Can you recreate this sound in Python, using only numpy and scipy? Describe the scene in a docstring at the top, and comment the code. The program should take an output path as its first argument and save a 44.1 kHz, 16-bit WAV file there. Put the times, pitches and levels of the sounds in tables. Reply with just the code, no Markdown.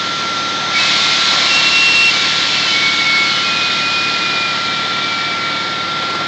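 """A well drilling rig blowing air

Outdoors, compressed air blows water and dust from a pipe. The air surges, then bleeds down slowly;
the jet whistles, hopping between the pipe's resonances and sinking in pitch. Behind it a diesel engine,
a screw compressor and whining gears run at full speed. The loudest moments overload the microphone."""
import sys
import numpy as np
from scipy import signal
from scipy.fft import rfft, irfft, next_fast_len
from scipy.io import wavfile
from scipy.ndimage import uniform_filter1d

SR = 44100
rng = np.random.default_rng(int(sys.argv[2]) if len(sys.argv) > 2 else 0)


def unload_audio(sound):
    """Save the sound as a 16-bit wav file, at the path given as the first command line argument."""
    columns = np.transpose(np.atleast_2d(sound))
    # keep every value between -1 and 1, then stretch to whole-number steps
    steps = np.round(np.clip(columns, -1, 1) * 32767)
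    wavfile.write(sys.argv[1], SR, steps.astype(np.int16))


N = 276507
TIME = np.arange(N) / SR
OPEN_S, OPENING_S = 0.714, 0.07  # when the air valve starts to open, and how long it takes


# The jet's tone colour at full and at low pressure. Each row: frequency in Hz, relative level in dB.
JET_FULL_COLOUR = [(500, -31), (950, -16), (1080, -6), (1300, -11.5), (1600, -7.5), (2200, -4.5),
                   (2750, -7.5), (3300, -1.5), (3900, 0), (4800, -5), (5500, -10.5), (5850, -12),
                   (7200, -19.5), (8800, -39)]
JET_LOW_COLOUR = [(500, -32), (950, -21), (1080, -9.5), (1300, -5), (1600, -4.5), (2100, -2), (2700, -7),
                  (3200, -0.5), (3700, 1.5), (4800, -6.5), (5450, -11.5), (5850, -15.5), (7200, -22.5),
                  (8800, -39)]
# The pipe's broad resonances (the pitches it boosts). Each row: centre in Hz, width in Hz, boost in dB.
PIPE_RESONANCES = [(3580, 130, 1), (4300, 270, 1), (5350, 160, 3.5), (6950, 430, 1.5)]
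# The jet's main resonance wavers, then sinks with the pressure. Each row: time in seconds, pitch in Hz.
JET_PITCH = [(0.8, 2595), (1.15, 2480), (1.45, 2700), (2.7, 2680), (3.45, 2550), (5.3, 2245), (6.27, 2120)]
# Peaks and dips that move with it. Each row: offset from that pitch in Hz, width in Hz, gain in dB.
JET_RESONANCES = [(-950, 120, 1), (-400, 100, 4), (-200, 110, -1), (0.5, 120, 3.5), (194.5, 160, 0.5),
                  (399, 160, 1.5)]

def jet(gain_db=2.0, patchy_db=1.0, sputter_db=0.12):
    """Turbulent air hisses through the pipe's resonances; its tone colour shifts with the pressure."""
    hz = np.fft.rfftfreq(1024, 1 / SR)
    frame_s = np.arange(N // 256 + 5) * 256 / SR
    real, imag, patches = rng.standard_normal((3, len(frame_s), len(hz)))
    pressure = np.interp(blast_db(frame_s), [-24, -16], [0, 1])[:, None]  # 0 is low, 1 is full
    colour_db = pressure * level_at(JET_FULL_COLOUR, hz) + (1 - pressure) * level_at(JET_LOW_COLOUR, hz)
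    colour_db += resonance_db(PIPE_RESONANCES, hz)
    opened = (frame_s > OPEN_S)[:, None]
    colour_db += opened * resonance_db(JET_RESONANCES, hz - follow(JET_PITCH, frame_s)[:, None])
    eddies = unit(uniform_filter1d(uniform_filter1d(patches, size=12, axis=0), size=7, axis=1))
    spectrum = (real + 1j * imag) * amp(colour_db + patchy_db * eddies)
    hiss = signal.istft(spectrum.T, nperseg=1024, noverlap=768)[1][:N]
    return unit(hiss) * amp(gain_db + blast_db(TIME) + sputter_db * wander(40))


def blast_db(t, idle_db=-24, peak_db=-15.5, creep_db=0.8, creep_s=0.77, bleed_db_per_s=2.33):
    """The air's strength jumps as the valve opens, creeps up to a peak, then bleeds down steadily."""
    past_peak_s = t - OPEN_S - OPENING_S - creep_s
    open_db = peak_db + np.minimum(creep_db * past_peak_s / creep_s, -bleed_db_per_s * past_peak_s)
    return idle_db + (open_db - idle_db) * opening(t)


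def opening(t):
    """How far the air valve has opened, from 0 to 1."""
    return np.clip((t - OPEN_S) / OPENING_S, 0, 1)


# The jet's whistles. Each row: start and end in seconds, starting pitch in Hz, pitch drop in Hz per
# second, relative level in dB, swell time and fade time in seconds.
WHISTLE_NOTES = [ (0.733, 0.797, 2256, 148, -12.5, 0.03, 0.02), (0.778, 0.90, 2594, -2, -16.5, 0.015, 0.08),
                 (1.02, 1.14, 2124, 30, -21, 0.025, 0.09), (1.485, 1.699, 2724, 0, -12.5, 0.03, 0.025),
                 (1.70, 2.104, 2728, 31.5, -10, 0.045, 0.005), (2.08, 2.281, 2300, 147, -18.5, 0.061, 0.1),
                 (2.11, 2.73, 2700, 64.5, -24, 0.02, 0.04), (2.66, 2.75, 3050, -3, -18, 0.028, 0.038),
                 (2.705, 3.335, 2233, 57.5, -12.7, 0.057, 0.15),
                 (3.26, 3.47, 2970, -120, -22.5, 0.02, 0.08), (3.335, 3.48, 2183, 150, -20, 0.045, 0.09),
                 (3.43, 3.74, 2500, 72, -18.5, 0.025, 0.1), (3.72, 4.2, 2470, 20, -17.5, 0.16, 0.19),
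                 (4.129, 4.57, 2453, 104, -19, 0.1, 0.13), (4.635, 4.84, 2364, 100, -21, 0.02, 0.19),
                 (4.84, 5.36, 2340, 59.5, -22.7, 0.2, 0.018), (5.36, 5.82, 2300, 170, -23.5, 0.02, 0.35)]
# Brief dips in the whistling. Each row: middle in seconds, half length in seconds, depth in dB.
WHISTLE_DIPS = [(1.627, 0.026, 10), (1.932, 0.01, 7), (2.38, 0.06, 4), (2.807, 0.023, 5.5),
                (2.945, 0.041, 8), (3.044, 0.012, 13)]

def whistles(gain_db=-1.46, swell_db=8, build_db=3, pure_above_db=-15.5, octave_cap_db=-16.0, edge_s=0.007):
    """Swirls of air lock onto one pipe resonance after another; turbulence shakes the weaker notes."""
    shake, flutter, octave_drift = wander(97), wander(45), wander(40)
    bend = 0.0015 * wander(12)
    octave_gain = amp(-15.5 + 2 * wander(10))
    dip_db = sum(db * np.exp(-((TIME - s) / half_s) ** 2) for s, half_s, db in WHISTLE_DIPS)
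    out = np.zeros(N)
    for start, end, hz, drop, db, swell_s, fade_s in WHISTLE_NOTES:
        on = (TIME > start) & (TIME < end)
        age, left = TIME[on] - start, end - TIME[on]
        grown = np.clip(np.minimum(age / swell_s, left / fade_s), 0, 1)
        note_db = db - swell_db * (1 - grown) - build_db * left / (end - start) - dip_db[on]
        weak = np.clip((pure_above_db - note_db) / 12, 0, 1)  # 0 is pure, 1 is shaky
        jitter = .0018 + .003 * weak
        flutter_db = (0.03 + 3.0 * weak) * flutter[on]
        angle = phase((hz - drop * age) * (1 + bend[on] + jitter * shake[on]))
        tone = amp(note_db + flutter_db - 2 * weak) * np.sin(angle)
        octave = octave_gain[on] * np.sin(2 * angle + .5 * octave_drift[on])
        gate = np.clip(np.minimum(age, left) / edge_s, 0, 1)
        out[on] += gate * (tone + amp(np.minimum(note_db, octave_cap_db)) * octave)
    return np.sqrt(2) * amp(gain_db) * out


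# The spray's tone colour. Each row: frequency in Hz, relative level in dB.
SPRAY_TONE = [(250, -21), (450, -10), (680, 1), (1080, -2), (1500, -2.5), (2100, -4), (3500, -17),
              (8000, -45)]
# Gushes of water and grit. Each row: start in seconds, level in dB, decay time in seconds.
SPRAY_GUSHES = [(0.55, -27.5, 0.3), (0.76, -28, 0.1), (0.98, -30.5, 0.3), (1.27, -23, 0.19),
                (1.51, -24.5, 0.06)]

def spray(steady_db=-30.5, drops_per_s=5000, spread_db=0.5, rise_s=0.064):
    """Thousands of drops and grains a second merge into a coarse rush, with a few early gushes."""
    drops = rng.standard_normal(N) * (rng.random(N) < drops_per_s / SR)
    sizes = amp(spread_db * np.minimum(rng.exponential(1, N), 4))
    gush_power = sum((amp(db) * burst(s, rise_s, decay_s)) ** 2 for s, db, decay_s in SPRAY_GUSHES)
    return coloured(drops * sizes, SPRAY_TONE) * np.sqrt(amp(steady_db) ** 2 + gush_power)


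# Lumps of water spat from the pipe. Each row: start in seconds, level in dB.
SPLUTTERS = [(1.325, -20), (6.02, -22), (6.095, -22.5), (6.145, -19.5), (6.2, -22.5)]
# Their tone colour. Each row: frequency in Hz, relative level in dB.
SPLUTTER_TONE = [(120, -24), (280, -1.5), (450, -4), (600, -8), (740, 2), (900, -5), (1200, 0), (2000, -15),
                 (3300, -8.5), (6000, -18), (8800, -39)]

def splutters(rise_s=0.0061, decay_s=0.018):
    """Each lump of water bursts into a short, dull splutter."""
    bursts = sum(amp(db) * burst(s, rise_s, decay_s) for s, db in SPLUTTERS)
    return bursts * coloured(rng.standard_normal(N), SPLUTTER_TONE)


def valve(hz=6160, peak_db=-38.5, swell_db_per_s=9.0, hiss_db=-35.5, jitter=0.0012, drift=0.002):
    """Air squeezes through the nearly shut valve: a thin whistle swells in a high hiss until it opens."""
    pitch = hz * (1 + jitter * wander(65) + drift * wander(5))
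    tone = np.sqrt(2) * np.sin(phase(pitch))
    tone_db = peak_db - swell_db_per_s * np.maximum(OPEN_S - TIME, 0)
    hiss_colour = [(3000, -29.5), (4800, 2.5), (6200, 2), (7200, -9.0), (8800, -27.0)]  # Hz, dB
    hiss = coloured(rng.standard_normal(N), hiss_colour)
    return (1 - opening(TIME)) * (amp(tone_db) * tone + amp(hiss_db) * hiss)


# How loud the gears whine. Each row: time in seconds, relative level in dB.
WHINE_LEVELS = [(0.2, -25.5), (0.26, -24), (1.02, -26.5), (1.22, -25), (2.01, -31), (2.24, -28),
                (2.55, -30.5), (3.17, -25.5), (5.89, -25), (6.1, -24.5)]

def gear_whine(hz=1366.1, rise_hz_per_s=0.5, gain_db=1.07, flutter_db=0.16, upper_db=-40.5):
    """Meshing gear teeth sing one clean tone, with a faint second tone a fifth above."""
    angle = phase((hz + rise_hz_per_s * TIME) * (1 + .0007 * wander(30)))
    tone = amp(gain_db + follow(WHINE_LEVELS, TIME) + flutter_db * wander(28)) * np.sin(angle)
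    upper = amp(upper_db + 3 * wander(5)) * np.sin(1.498 * angle + .7 * wander(15))
    return np.sqrt(2) * (tone + upper)


CRANK_HZ = 36.57  # turns of the engine's crankshaft each second
# The engine's tones. Each row: multiple of the crankshaft speed, relative level in dB.
DIESEL_TONES = [(1, -64), (1.5, -58), (2, -56.5), (2.5, -61.5), (3, -42.5), (3.5, -49.5), (4, -43),
                (4.5, -45), (5, -39.5), (5.5, -45.5), (6, -40), (7, -42), (8, -42), (9, -42.5),
                (9.5, -46.5), (10, -43.5), (12, -45.5), (14.43, -43)]

def diesel():
    """The engine's firing pulses make a steady, low drone."""
    return shaft(CRANK_HZ, DIESEL_TONES, gain_db=-2.5, drift=0.00093, uneven=.15, smear=1.42)


# The compressor's tones. Each row: multiple of the pulse rate, relative level in dB.
COMPRESSOR_TONES = [(1, -43), (2, -42), (4, -50), (5, -43), (6, -40.5)]

def compressor(pulse_hz=150.4):
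    """Each ridge of the turning screws pushes out a pulse of air; together they hum."""
    return shaft(pulse_hz, COMPRESSOR_TONES, gain_db=-3.5, drift=0.00084, uneven=0.23, smear=2.52)


def shaft(hz, tones, gain_db, drift, uneven, smear):
    """A steady shaft's pulses as a stack of tones; the housing smears their timing and each one strays."""
    angle = phase(hz * (1 + drift * wander(1.76)))
    out = np.zeros(N)
    for multiple, db in tones:
        stray = 1 + uneven * (wander(8.0) + 1j * wander(5.6))  # wobbles both level and timing
        tone = np.exp(1j * (multiple * angle + smear * rng.standard_normal()))
        out += amp(db) * (stray * tone).real
    return np.sqrt(2) * amp(gain_db) * out


# The tone colour of the machinery's clatter and fan. Each row: frequency in Hz, relative level in dB.
ROAR_TONE = [(22, -32.5), (45, -19.5), (90, -16), (150, -8.5), (230, 1), (290, 5), (350, 2.5), (500, 3.5),
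             (900, -3.5), (2000, -2.5), (5000, -41)]

def roar(level_db=-33.0, throb=0.2):
    """Fan and engine noise throbs with the three firings of each crankshaft turn."""
    firing = np.cos(2 * np.pi * 3 * CRANK_HZ * TIME)
    return amp(level_db) * coloured(rng.standard_normal(N) * (1 + throb * firing), ROAR_TONE)


def amp(db):
    """Turns decibels into a multiplier."""
    return 10 ** (np.asarray(db) / 20)


def unit(x):
    """Scales a signal to an average (rms) level of 1."""
    return x / np.sqrt(np.mean(x ** 2) + 1e-20)


def level_at(colour, hz):
    """A tone colour's level in dB at the given frequencies."""
    row_hz, db = np.transpose(colour)
    return np.interp(np.log(hz + 1), np.log(row_hz + 1), db)


def follow(rows, t):
    """Joins (time, value) rows with straight lines and reads them at the times t."""
    times, values = np.transpose(rows)
    return np.interp(t, times, values)


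def coloured(x, colour):
    """Gives a signal a tone colour, at an average level of 1."""
    size = next_fast_len(N)
    gain = amp(level_at(colour, np.fft.rfftfreq(size, 1 / SR)))
    return unit(irfft(rfft(x, size) * gain, size)[:N])


def resonance_db(peaks, hz):
    """Gain in dB of a few bell-shaped resonances."""
    return sum(db * np.exp(-2 * ((hz - centre) / width) ** 2) for centre, width, db in peaks)


def wander(hz):
    """A smooth random wobble that moves up to about hz times a second."""
    size = next_fast_len(N)
    freqs = np.fft.rfftfreq(size, 1 / SR)
    return unit(irfft(rfft(rng.standard_normal(size)) / (1 + (freqs / hz) ** 4), size)[:N])


def phase(hz):
    """The running angle of a wave whose pitch changes, from a random start."""
    return 2 * np.pi * (np.cumsum(hz) / SR + rng.random())


def burst(start_s, rise_s, decay_s):
    """A loudness shape that rises in a straight line, then dies away."""
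    age = np.maximum(TIME - start_s, 0)
    return np.minimum(age / rise_s, 1) * np.exp(-np.maximum(age - rise_s, 0) / decay_s)


def scene():
    """The machinery and the blowing pipe in open air, in one channel."""
    drone = diesel() + compressor()
    air = jet() + spray() + splutters() + valve() + whistles()
    return (air + gear_whine() + drone + roar())[None]


def record(dry, drive_db=0.66, ceiling=.58, cutoff_hz=8480):
    """The microphone rounds off the highest peaks; then a filter removes the top treble."""
    driven = dry * amp(drive_db)
    rounded = driven / (1 + (driven / ceiling) ** 8) ** (1 / 8)
    low_pass = signal.firwin(121, cutoff_hz, window=("kaiser", 9), fs=SR)
    return signal.oaconvolve(rounded, low_pass[None], "same")


dry = scene()
out = record(dry)
unload_audio(out)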